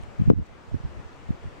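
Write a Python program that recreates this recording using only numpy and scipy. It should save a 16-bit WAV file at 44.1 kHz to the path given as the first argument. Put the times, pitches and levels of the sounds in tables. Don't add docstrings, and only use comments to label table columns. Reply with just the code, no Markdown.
import sys
import numpy as np
from scipy import signal
from scipy.fft import rfft, irfft, next_fast_len
from scipy.io import wavfile
from scipy.ndimage import uniform_filter1d, map_coordinates

SR = 44100
rng = np.random.default_rng(int(sys.argv[2]) if len(sys.argv) > 2 else 0)


def to_linear_factor(level_db):
    exponent = np.asarray(level_db, float) / 20
    return 10 ** exponent


def digitize_waveform(pressure):
    field = np.atleast_2d(pressure).T
    bounded = np.clip(field, -1, 1)
    quanta = np.round(bounded * 32767).astype(np.int16)
    wavfile.write(sys.argv[1], SR, quanta)


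N = 70560

# start_s (lobe centre), peak_db, pitch_hz, push +1 or suck -1
LEFT_EDDIES = [(.006, -36, 90, -1), (.11, -38, 100, 1), (.198, -17.5, 119, -1), (.2135, -16.5, 170, -1),
               (.2208, -7.5, 129.6, 1), (.2385, -18.5, 130, 1), (.2605, -15, 100, 1), (.288, -26, 120, -1),
               (.2915, -11, 140, 1), (.309, -6, 116, -1), (.2957, -21, 180, 1), (.3165, 0.5, 260, -1),
               (.3208, -11, 396, -1), (.3355, -1.5, 193, 1), (.3785, -28, 150, -1), (.3985, -9.5, 130, -1),
               (.419, -21.5, 130, -1), (.762, -23, 70, -1), (.849, -26, 130, -1), (.859, -24, 120, -1),
               (1.0, -28, 130, 1), (1.2935, -19.5, 122, 1), (1.477, -28, 100, 1)]
# start_s (lobe centre), peak_db, pitch_hz, push +1 or suck -1
RIGHT_EDDIES = [(.036, -27.5, 67.6, 1), (.2012, -10, 139, -1), (.2705, -19, 130, 1), (.2795, -7, 150, 1),
                (.283, -10.5, 150, -1), (.296, -15.5, 170, -1), (.312, 0, 90, 1), (.3147, -14.5, 420, -1),
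                (.3645, -16, 130, 1), (.379, -10.5, 111, -1), (.3893, -11.5, 211, -1),
                (.425, -24.5, 82.6, -1), (.7225, -22.5, 110, -1), (.735, -22.5, 79, 1),
                (.742, -25.5, 110, -1), (.749, -21, 150, -1), (.745, -12.5, 205, 1), (.753, -17.5, 162, 1),
                (.807, -27, 109, -1), (.841, -21.5, 87, 1), (.851, -17, 86.5, -1), (.858, -22.5, 60, 1),
                (.9865, -33, 118, 1), (1.3075, -10, 159, -1), (1.339, -32, 89, 1), (1.458, -22, 99, -1)]
# start_s (lobe centre), peak_db, pitch_hz, push +1 or suck -1
PUFF = [
    (.30138, -.6, 345, 1),
    (.3023, -11, 620, -1),
    (.30285, -3.2, 225, -1),
    (.3058, -.3, 290, 1),
]
# middle_s, length_s, left_db_rms, right_db_rms
GUSTS = [(.01, 0.019, -35, -34.5), (0.053, 0.027, -49.5, -44), (0.104, 0.043, -42, -58),
         (0.164, 0.034, -61, -38.5), (.21, 0.047, -26, -27), (0.257, 0.025, -34, -39),
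         (0.278, .022, -22.5, -22), (0.323, .018, -18.5, -17), (.382, 0.074, -39, -23.5),
         (0.421, 0.038, -28.5, -41), (0.509, 0.076, -46, -43.5), (0.696, .025, -44, -39),
         (0.756, 0.03, -37, -25.5), (0.804, 0.027, -48, -35), (0.862, 0.041, -33, -36.5),
         (0.9, 0.05, -36.5, -45), (0.968, 0.033, -34, -33), (0.999, 0.013, -38, -32),
         (1.059, 0.027, -50, -38), (1.256, 0.046, -41, -44), (1.308, 0.016, -28, -34),
         (1.338, 0.025, -35.5, -36), (1.459, 0.06, -38.5, -38)]
# pitch_hz, level_db_per_hz
BUFFET_SPECTRUM = [(15, -35), (30, -3), (60, 9.5), (110, 4.5), (180, -9.5), (300, -13.5), (480, -19.5),
                   (1500, -120)]
# pitch_hz, level_db_per_hz
FLUTTER_SPECTRUM = [(120, -27.5), (300, 13), (480, -12.5), (700, -8.5), (1000, -52), (2500, -120)]
# start_s, peak_db, pitch_hz, length_cycles, left_over_right_db
TICKS = [
    (.0145, -50, 6600, 8, 3),
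    (.0252, -46.5, 9000, 3, 2),
    (.0358, -40.5, 7500, 2, 2.5),
    (.0358, -37.5, 2530, 1.4, 5),
    (.712, -33.5, 647, 3.6, -0.5),
    (1.4415, -30.5, 363, 1.04, -1.5),
]
# pitch_hz, level_db_per_hz
AIR_SPECTRUM = [(60, -1.5), (160, -1.5), (400, -2), (1200, -8.5), (2600, -16.5), (3600, -23.5), (7500, -31),
                (10200, -41.5),
                (11900, -56.5), (13500, -47.5), (15700, -43.5), (15760, -120)]
# pitch_hz, likeness (0 to 1)
ALIKE = [(100, 0.94), (500, 0.9), (1500, 0.86), (6000, 0.88), (14000, .8)]
# pitch_hz, lead_radians
LEAD = [(100, 0), (1000, 0.017), (2700, .13), (5000, -0.075)]

CALM_DB, LUMPS_DB = -52.5, 4
FLUTTER_DB, FLUTTER_GROWS = 15, 2.38
AIR_DB, AIR_LEFT_DB = -43, 1.46
RUSTLE_S, RUSTLE_LENGTH_S, RUSTLE_SHARE, RUSTLE_HZ = 0.463, 0.0095, 1, 4500
DUCK_S, DUCK_DB, DUCK_FALL_S, RECOVER_S = 0.3035, 9, 0.003, 0.22
WIDEN, OVERLOAD = 0.51, 0.985
TIME_S = np.arange(N) / SR


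def unit(x):
    return x / np.sqrt(np.mean(x ** 2, -1, keepdims=True) + 1e-20)


def along(points, hz):
    f, v = np.transpose(points)
    return np.interp(np.log(hz + 1), np.log(f + 1), v)


def wobble(rate):
    return map_coordinates(rng.standard_normal(400), [np.arange(N) * rate / SR])


def filtered(x, response):
    m = next_fast_len(N + SR // 2)
    hz = np.fft.rfftfreq(m, 1 / SR)
    return irfft(rfft(x, m) * response(hz), m)[..., :N]


def eddies(rows):
    out = np.zeros(N)
    for middle_s, peak_db, hz, sense in rows:
        u = (np.pi * hz * (TIME_S - middle_s)) ** 2
        out += np.sign(sense) * to_linear_factor(peak_db) * (1 - 2 * u) * np.exp(-u)
    return out


def buffeting():
    power = to_linear_factor(2 * CALM_DB)
    for middle_s, length_s, left_db, right_db in GUSTS:
        swell = np.exp(-(2 * (TIME_S - middle_s) / length_s) ** 4)
        power = power + to_linear_factor([[2 * left_db], [2 * right_db]]) * swell
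    rumble = filtered(rng.standard_normal((2, N)), lambda hz: to_linear_factor(along(BUFFET_SPECTRUM, hz)))
    flutter = filtered(rng.standard_normal((2, N)), lambda hz: to_linear_factor(along(FLUTTER_SPECTRUM, hz)))
    lumps = to_linear_factor(LUMPS_DB * np.array([wobble(45.1), wobble(45.53)]))
    low = np.sqrt(power) * unit(rumble * lumps)
    fine = to_linear_factor(FLUTTER_DB) * power ** (FLUTTER_GROWS / 2) * unit(flutter)
    return low + fine


def ticks():
    out = np.zeros((2, N))
    for start_s, peak_db, hz, cycles, pan_db in TICKS:
        turns = np.clip(TIME_S - start_s, 0, None) * hz
        decay = turns * 3 / cycles
        level = to_linear_factor(peak_db + np.array([[pan_db / 2], [-pan_db / 2]]))
        out += level * np.sin(2 * np.pi * turns) * np.e * decay * np.exp(-decay)
    return out


def air():
    z = signal.stft(rng.standard_normal((2, N)), nperseg=512)[2]
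    patches = uniform_filter1d(rng.standard_normal(z.shape[1:]), size=6, axis=0)
    patches = uniform_filter1d(patches, size=12, axis=1)
    pair = signal.istft(z * to_linear_factor(0.85 * patches / patches.std()), nperseg=512)[1][:, :N]

    def middle_and_side(hz):
        angle = np.arccos(np.clip(along(ALIKE, hz), -1, 1)) / 2
        return to_linear_factor(along(AIR_SPECTRUM, hz)) * [np.cos(angle), np.sin(angle)]

    mid, side = filtered(pair, middle_and_side)
    both = np.array([mid + side, mid - side])
    both = filtered(both, lambda hz: np.exp(0.5j * along(LEAD, hz) * [[1], [-1]]))
    rustle = RUSTLE_SHARE * np.exp(-((TIME_S - RUSTLE_S) / RUSTLE_LENGTH_S) ** 2)
    both = both + rustle * filtered(both, lambda hz: 1 / (1 + (RUSTLE_HZ / (hz + 1)) ** 4))
    balance = to_linear_factor([[AIR_LEFT_DB / 2], [-AIR_LEFT_DB / 2]])
    return to_linear_factor(AIR_DB + 0.28 * wobble(8.94)) * unit(both) * balance


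def scene():
    thumps = np.array([eddies(LEFT_EDDIES + PUFF), eddies(RIGHT_EDDIES)])
    return thumps + buffeting() + ticks() + air()


def low_pass(x):
    return signal.sosfilt(signal.butter(12, 16990, fs=SR, output="sos"), x)


def record(dry):
    since = np.clip(TIME_S - DUCK_S, 0, None)
    fall = 1 - np.exp(-(since / DUCK_FALL_S) ** 2)
    gain = to_linear_factor(-DUCK_DB * fall * np.exp(-since / RECOVER_S))
    ports = np.clip(gain * dry, -OVERLOAD, OVERLOAD)
    wide = ports - WIDEN * ports[::-1]
    return low_pass(np.clip(wide, -1, 1))


dry = scene()
out = record(dry)
digitize_waveform(out)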